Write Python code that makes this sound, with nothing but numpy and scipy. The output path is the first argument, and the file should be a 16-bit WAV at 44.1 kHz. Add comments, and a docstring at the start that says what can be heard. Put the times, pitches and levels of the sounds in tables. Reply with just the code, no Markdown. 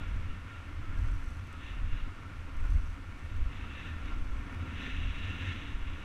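"""An asphalt street: a skateboard rolls down it in slow S-turns, heard from a camera the rider carries.
Road grit rings the wheels and shakes the deck. In the turns the wheels scrub sideways, hiss and sing;
cracks make them ping. Wind buffets the microphone on every swing of the camera, and a small loose
part rattles now and then over a thin bed of air."""
import sys
import numpy as np
from scipy import signal
from scipy.fft import rfft, irfft
from scipy.io import wavfile
from scipy.ndimage import uniform_filter1d, map_coordinates

SR = 44100
rng = np.random.default_rng(int(sys.argv[2]) if len(sys.argv) > 2 else 0)


def generate_wav(sig):
    """Save sig (samples, or channels by samples) to the path in sys.argv[1] as 16-bit PCM at SR."""
    pcm = np.round(np.clip(np.atleast_2d(sig).T, -1, 1) * 32767).astype(np.int16)
    wavfile.write(sys.argv[1], SR, pcm)


N = 266364
TIME = np.arange(N) / SR
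FREQ = np.maximum(np.arange(N // 2 + 1) * SR / N, 1e-3)

# even hiss of air and road: freq_hz, gain_db
AIR_SPECTRUM = [(500, -32), (2000, -2), (4200, 3.5), (5000, -1), (6100, -2.5), (7000, -3.5), (9000, -6),
                (12000, -13), (15000, -21)]
# spells of rattling: start_s, end_s, usual_tick_db
RATTLE_SPELLS = [(.05, .2, -66), (.955, 1.2, -61.5), (1.202, 1.38, -61), (1.38, 1.52, -66),
                 (2.6, 2.797, -61), (2.802, 2.97, -62.5), (3.15, 3.4, -66), (4.0, 4.204, -70),
                 (4.195, 4.422, -64)]
# hardest knocks of the loose part: time_s, usual_peak_db
RATTLE_KNOCKS = [(.079, -57), (.162, -61), (0.987, -53), (1.048, -56), (1.059, -55), (1.082, -56.5),
                 (1.113, -55), (1.12, -56), (1.14, -56), (1.232, -57), (1.243, -56), (1.263, -55),
                 (1.285, -58), (1.305, -54), (1.347, -58), (1.37, -58), (1.394, -60), (1.471, -57),
                 (1.528, -52), (2.568, -56), (2.604, -55), (2.654, -55), (2.681, -58), (2.703, -54),
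                 (2.712, -56), (2.733, -55), (2.771, -57), (2.819, -62), (2.859, -61), (2.904, -56),
                 (3.365, -55), (4.057, -55), (4.183, -59), (4.243, -57), (4.335, -58), (4.524, -57),
                 (4.545, -56)]
# ring of the loose part: pitch_hz, width_hz, gain_db
LOOSE_PART_MODES = [(4400, 580, 1.5), (5800, 500, 6), (6170, 280, 5.5), (7830, 410, 2), (9530, 700, -3),
                    (10370, 480, -3), (12260, 700, -8), (13300, 550, -12)]
# rumble of the eddies: freq_hz, gain_db
EDDY_SPECTRUM = [(4, -2.5), (13, 2.5), (25, 3), (42, -0.5), (62, -9), (90, -15), (130, -35.5), (200, -59),
                 (400, -57), (2000, -95)]
# one gust per camera swing: time_s, peak_gain_db
WIND_GUSTS = [(.15, -36), (1.05, -31), (1.9, -34.5), (2.72, -32.5), (3.41, -37.5), (4.24, -33), (5.07, -34),
              (5.82, -37)]
# hard thumps inside the gusts: time_s, peak_gain_db
WIND_BUFFETS = [(.145, -30), (.3, -34), (1.02, -34), (1.135, -28.5), (1.27, -36), (1.837, -29.5),
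                (1.93, -31.5), (2.03, -33), (2.63, -26), (2.761, -22.5), (2.89, -36), (3.422, -24.5),
                (3.64, -37.5), (4.2, -34), (4.35, -32.5), (5.06, -42), (5.75, -38), (5.87, -34.5)]
# how hard the road shakes the wheels: time_s, shake_db
ROAD_SHAKE = [(0.0, -54.5), (0.42, -57.5), (0.95, -55.5), (1.3, -57.5), (2.3, -57), (2.72, -56.5),
              (2.9, -58), (3.42, -57.5), (3.56, -56), (4.1, -55), (4.27, -56.5), (4.58, -53), (5.13, -56),
              (5.43, -53.5), (5.77, -56), (6.04, -55)]
# sideways slides of the wheels: start_s, hold_s, level_db
WHEEL_SLIDES = [(0, 0.046, -56.5), (.29, 0.032, -60.5), (.52, 0.045, -60), (.96, 0.055, -66),
                (1.66, 0.038, -51.5), (1.93, 0.081, -56), (3.3, .02, -61), (3.55, 0.16, -55.5),
                (3.78, 0.094, -50.5), (4.07, 0.016, -55.5), (4.82, 0.07, -44.5), (4.98, 0.26, -48.5),
                (5.29, 0.021, -48), (5.42, 0.11, -45), (5.62, 0.073, -50.5), (5.85, 0.21, -55)]
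# force of coarse bumps on the deck: freq_hz, gain_db
BUMP_SPECTRUM = [(40, 4), (110, 0), (160, 0.5), (210, -2), (300, -5), (400, -11.5), (550, -21.5),
                 (900, -29), (3000, -51)]
# body of the deck: pitch_hz, width_hz, lift_db
DECK_RESONANCES = [(238.2, 12.6, 4.5), (261, 33, 1.5), (279.3, 20.5, 7), (512, 34, 7.5)]
# road dips that set the board bouncing: time_s, peak_db
ROAD_DIPS = [(.12, -38), (.27, -39), (.82, -38.5), (.93, -39.5), (1.05, -35.5), (1.4, -39.5), (1.84, -38.5),
             (2.77, -39.5), (3.27, -42), (3.36, -38.5), (3.93, -40.5), (4.63, -36), (5.04, -36), (5.3, -37),
             (5.5, -36)]
# bumps that make the deck hum one note: time_s, pitch_hz, peak_db
DECK_HUMS = [(1.13, 276, -57.5), (2.7, 270, -58), (4.1, 300, -56), (4.45, 285, -52.5), (4.64, 256, -51.5),
             (4.84, 265, -51.5), (5.66, 280, -51.5)]
# a wheel sings near a strong resonance: start_s, hold_s, pitch_hz, level_db, roughness
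WHINE_SPURTS = [(.02, .03, 1406, -56.5, 0.7), (.28, .03, 1850, -61, .6), (.31, .02, 1328, -58, 0.9),
                (.5, 0.075, 1388, -54.5, 0.54), (.85, 0.022, 1298, -56.5, .6),
                (1.53, 0.039, 1283, -57.5, 0.3), (1.645, .01, 1780, -68, .5), (1.65, 0.081, 2710, -60, 1.1),
                (1.91, .015, 2800, -59.5, 0.5), (1.975, 0.035, 2810, -62, .3), (2.09, .02, 1270, -60, .4),
                (2.225, 0.046, 1350, -58.5, 0.4), (3.62, 0.031, 1340, -58, 0.95),
                (3.72, .08, 2655, -57, 0.9), (3.79, .01, 1744, -58, .5), (3.87, .07, 1793, -55, 0.65),
                (4.11, .02, 1360, -56, 1), (4.55, .04, 1424, -59, 0.5), (4.82, 0.03, 1790, -55, 0.4),
                (4.85, 0.054, 2650, -58, 1), (4.88, 0.056, 1404, -55.5, 0.6), (5.035, .01, 2755, -58, 0.2),
                (5.215, .01, 2760, -53, 0.6), (5.24, .05, 1786, -62, .7), (5.29, 0.032, 2720, -51, 0.9),
                (5.31, 0.034, 1395, -53, 0.66), (5.44, .06, 1840, -56, .8), (5.45, 0.046, 2690, -53, 0.8)]
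# a wheel strikes the edge of a crack: time_s, pitch_hz, peak_db
CRACK_PINGS = [(.98, 1620, -49), (2.641, 1453, -46.5), (2.651, 1044, -53)]
# cracks and rough spots in the asphalt: time_s, peak_db
ROAD_CRACKS = [(.987, -54), (1.05, -54), (2.655, -55), (4.125, -48.5)]
# ring of wheels and trucks: pitch_hz, width_hz, lift_db
WHEEL_RESONANCES = [(942, 41, 5.5), (1073, 150, 6.5), (1382, 68, 4.5), (1805, 28, 6.5), (1824, 11, 5),
                    (2208, 247, 9), (2556, 170, 3.5), (2696, 33, 4.5), (2930, 110, 4), (3385, 126, 7.5),
                    (3715, 125, 5), (6010, 480, 6.5)]
# force of grit on a rolling wheel: freq_hz, gain_db
ROLL_SPECTRUM = [(250, -20), (500, -3), (750, -4.5), (1000, -6), (1400, 1.5), (2000, -7.5), (2700, -11.5),
                 (3200, -14), (4000, -35), (5000, -24), (7000, -32.5), (15000, -65)]
# force of sideways friction: freq_hz, gain_db
SCRUB_SPECTRUM = [(500, -35), (1000, -16), (1400, -5.5), (1750, 2), (2300, -5), (2750, 4.5), (3150, -5),
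                  (3850, -5), (4150, -14), (4700, -25.5), (6100, -21), (8000, -29), (15000, -55)]


def undb(db):
    """Decibels to gain."""
    return 10 ** (np.asarray(db) / 20)


def together(gains):
    """Summed level in dB of unrelated sounds."""
    return 10 * np.log10(sum(g ** 2 for g in gains) + 1e-18)


def level(x, db):
    """Set a steady signal to a level, or ride it along a level curve."""
    return x / np.std(x) * undb(db)


def even(x, samples):
    """Level out a noise over a sliding window."""
    return x / np.sqrt(uniform_filter1d(x ** 2, size=samples))


def swell(start_s, db, rise_db_s, fall_db_s, hold_s=0):
    """Envelope that reaches its level at start_s, holds and dies away; slopes in dB per second."""
    before_s = np.maximum(start_s - TIME, 0)
    after_s = np.maximum(TIME - start_s - hold_s, 0)
    return undb(db - rise_db_s * before_s - fall_db_s * after_s)


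def colour(points):
    """EQ curve through (freq_hz, gain_db) points."""
    hz, db = np.transpose(points)
    return undb(np.interp(np.log(FREQ), np.log(hz), db))


def resonance(hz, width_hz):
    """Response of one damped mode, gain 1 at its centre."""
    return 1 / (1 + 1j * (FREQ ** 2 - hz ** 2) / (FREQ * width_hz))


def body(modes):
    """Response of a body whose modes stand out of a flat background."""
    return np.prod([1 + (undb(db) - 1) * resonance(hz, width) for hz, width, db in modes], axis=0)


def through(x, response):
    """Filter a signal with a frequency response."""
    return irfft(rfft(x) * response, N)


def noise(response):
    """White noise shaped by a frequency response."""
    return through(rng.standard_normal(N), response)


def wobble(rate_hz):
    """Smooth random modulation around a rate, spread 1."""
    return level(noise(FREQ * np.exp(-(FREQ / rate_hz) ** 2)), 0)


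def drift(x, share, rate_hz):
    """Let the pitch of a sound wander by a small share."""
    return map_coordinates(x, [np.cumsum(1 + share * wobble(rate_hz))], mode="mirror")


def grit(per_second, spread_db):
    """Tiny impacts at random moments, most weak and a few strong."""
    hits = (rng.random(N) < per_second / SR) * rng.standard_normal(N)
    return hits * undb(spread_db * rng.standard_normal(N))


def tone(hz, waver_hz, rough=1.0):
    """A tone at unit level; the rougher it is, the more its pitch wavers and its level flutters."""
    pitch_hz = hz + rough * waver_hz * wobble(40.6)
    flutter_db = rough * 2.8 * wobble(45)
    return level(np.sin(2 * np.pi * np.cumsum(pitch_hz) / SR) * undb(flutter_db), 0)


def air():
    """The bed: a smooth, high hiss of moving along the street."""
    return level(noise(colour(AIR_SPECTRUM)), db=-68.5)


def rattle(ticks_per_s=110, jitter=0.12, spread_db=2.3, colour_db=3):
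    """A loose part hops against its seat in spells: near-even ticks, a faint buzz, some harder knocks."""
    spells = sum(undb(db) * ((TIME > start) & (TIME < end)) for start, end, db in RATTLE_SPELLS)
    shaking = uniform_filter1d(spells, size=SR // 12)
    pace, force = rng.standard_normal((800, 2)).T
    hops = (np.cumsum(1 + jitter * pace) * SR / ticks_per_s).astype(int)
    heard = hops < N
    hits = np.zeros(N)
    hits[hops[heard]] = undb(spread_db * force[heard])
    hits *= shaking
    for time_s, db in RATTLE_KNOCKS:
        hits[int(time_s * SR)] = undb(db)
    modes = [undb(db) * resonance(hz, width) ** 2 for hz, width, db in LOOSE_PART_MODES]
    # every contact favours its own mix of modes
    ticks = sum(through(hits * undb(colour_db * rng.standard_normal(N)), mode) for mode in modes)
    tick_peak = np.abs(irfft(sum(modes))).max()
    buzz = level(noise(sum(modes)), -15.5) * shaking  # dB against a usual tick's peak
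    return ticks / tick_peak + buzz


def wind(ragged_db=1.2, shelf_hz=38.2, full_gust_db=-25.5):
    """Eddies roll over the microphone; each camera swing brings a gust, some with a hard thump."""
    gusts = [swell(s, db, rise_db_s=45.5, fall_db_s=56) for s, db in WIND_GUSTS]
    buffets = [swell(s, db, rise_db_s=280, fall_db_s=280) for s, db in WIND_BUFFETS]
    gain_db = together(gusts + buffets) + ragged_db * wobble(11)
    eddies = level(even(noise(colour(EDDY_SPECTRUM)), samples=SR // 14), 3.14)
    # the rumble is slightly duller in light air and slightly brighter in gusts
    lows = through(eddies, 1 / (1 + (FREQ / shelf_hz) ** 4))
    brightness = np.minimum(undb(0.08 * (gain_db - full_gust_db)), 1)
    return (lows + brightness * (eddies - lows)) * undb(gain_db)


def scrub_level(road_db, tracking_db=-65.5):
    """Sideways friction in dB: slight on a straight line, swelling in each slide."""
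    slides = [swell(s, db, rise_db_s=93, fall_db_s=105, hold_s=hold) for s, hold, db in WHEEL_SLIDES]
    return together(slides + [undb(tracking_db + road_db)])


def deck(road_db, scrub_db):
    """Coarse bumps and the judder of slides drone in the deck; some bumps make it hum one note."""
    bumps = grit(per_second=2500, spread_db=1.5)
    drone = through(bumps, colour(BUMP_SPECTRUM) * body(DECK_RESONANCES))
    rolling = undb(-52.5 + 1.28 * road_db)
    judder = undb(scrub_db - 4.5)
    hums = sum(tone(hz, waver_hz=9.7) * swell(s, db, rise_db_s=93, fall_db_s=93)
               for s, hz, db in DECK_HUMS)
    return level(drone, together([rolling, judder])) + hums


def bounce(road_db):
    """The low end: the whole board bounces on its soft wheels, hardest at a dip in the road."""
    rumble = through(grit(per_second=1500, spread_db=0), resonance(hz=82, width_hz=25.6) ** 2)
    dips = [swell(s, db, rise_db_s=121, fall_db_s=121) for s, db in ROAD_DIPS]
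    rolling = undb(-47 + 0.65 * road_db)
    return level(even(rumble, samples=SR // 5), together(dips + [rolling]))


def whine(flare_db=2):
    """A wheel rings faintly throughout, sings out in wavering spurts and pings cleanly on a crack."""
    ring = drift(noise(resonance(hz=1368, width_hz=60)), share=0.0197, rate_hz=4.3)
    spurts = sum(tone(hz, waver_hz=28.6, rough=rough)
                 * swell(s, db, rise_db_s=260, fall_db_s=260, hold_s=hold)
                 for s, hold, hz, db, rough in WHINE_SPURTS)
    pings = sum(np.sin(2 * np.pi * hz * TIME) * swell(s, db, rise_db_s=1100, fall_db_s=500)
                for s, hz, db in CRACK_PINGS)
    return level(ring, -69.5 + flare_db * wobble(2.4)) + spurts + pings


def wheels(road_db, scrub_db):
    """Asphalt grit taps the wheels into a roar; sliding adds a finer, brighter hiss in the same modes."""
    ring = body(WHEEL_RESONANCES)
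    taps = grit(per_second=12000, spread_db=2) * undb(0.5 * wobble(12))  # the road is patchy
    slips = grit(per_second=20000, spread_db=2) * undb(0.66 * wobble(24))
    roar = through(taps, colour(ROLL_SPECTRUM) * ring)
    roar = drift(roar, share=0.00711, rate_hz=5.08)  # the modes wander as the load shifts
    hiss = through(slips, colour(SCRUB_SPECTRUM) * ring ** 0.78)  # softer peaks than in the roar
    cracks = [swell(s, db, rise_db_s=380, fall_db_s=380) for s, db in ROAD_CRACKS]
    rolling = undb(-54.5 + 0.94 * road_db)
    return level(roar, together(cracks + [rolling])) + level(hiss, scrub_db)


def scene():
    """Mono mix of board, wind, air and rattle; the road's shaking rides the wheel and deck levels."""
    usual_shake_db = -58
    road_db = np.interp(TIME, *np.transpose(ROAD_SHAKE)) - usual_shake_db
    scrub_db = scrub_level(road_db)
    board = wheels(road_db, scrub_db) + whine() + deck(road_db, scrub_db) + bounce(road_db)
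    return (board + wind() + air() + rattle())[None]


def record(dry):
    """The camera cuts the top end with a steep low-pass."""
    top_hz = 15100
    return signal.sosfilt(signal.ellip(10, .1, 80, top_hz, fs=SR, output="sos"), dry)


dry = scene()
out = record(dry)
generate_wav(out)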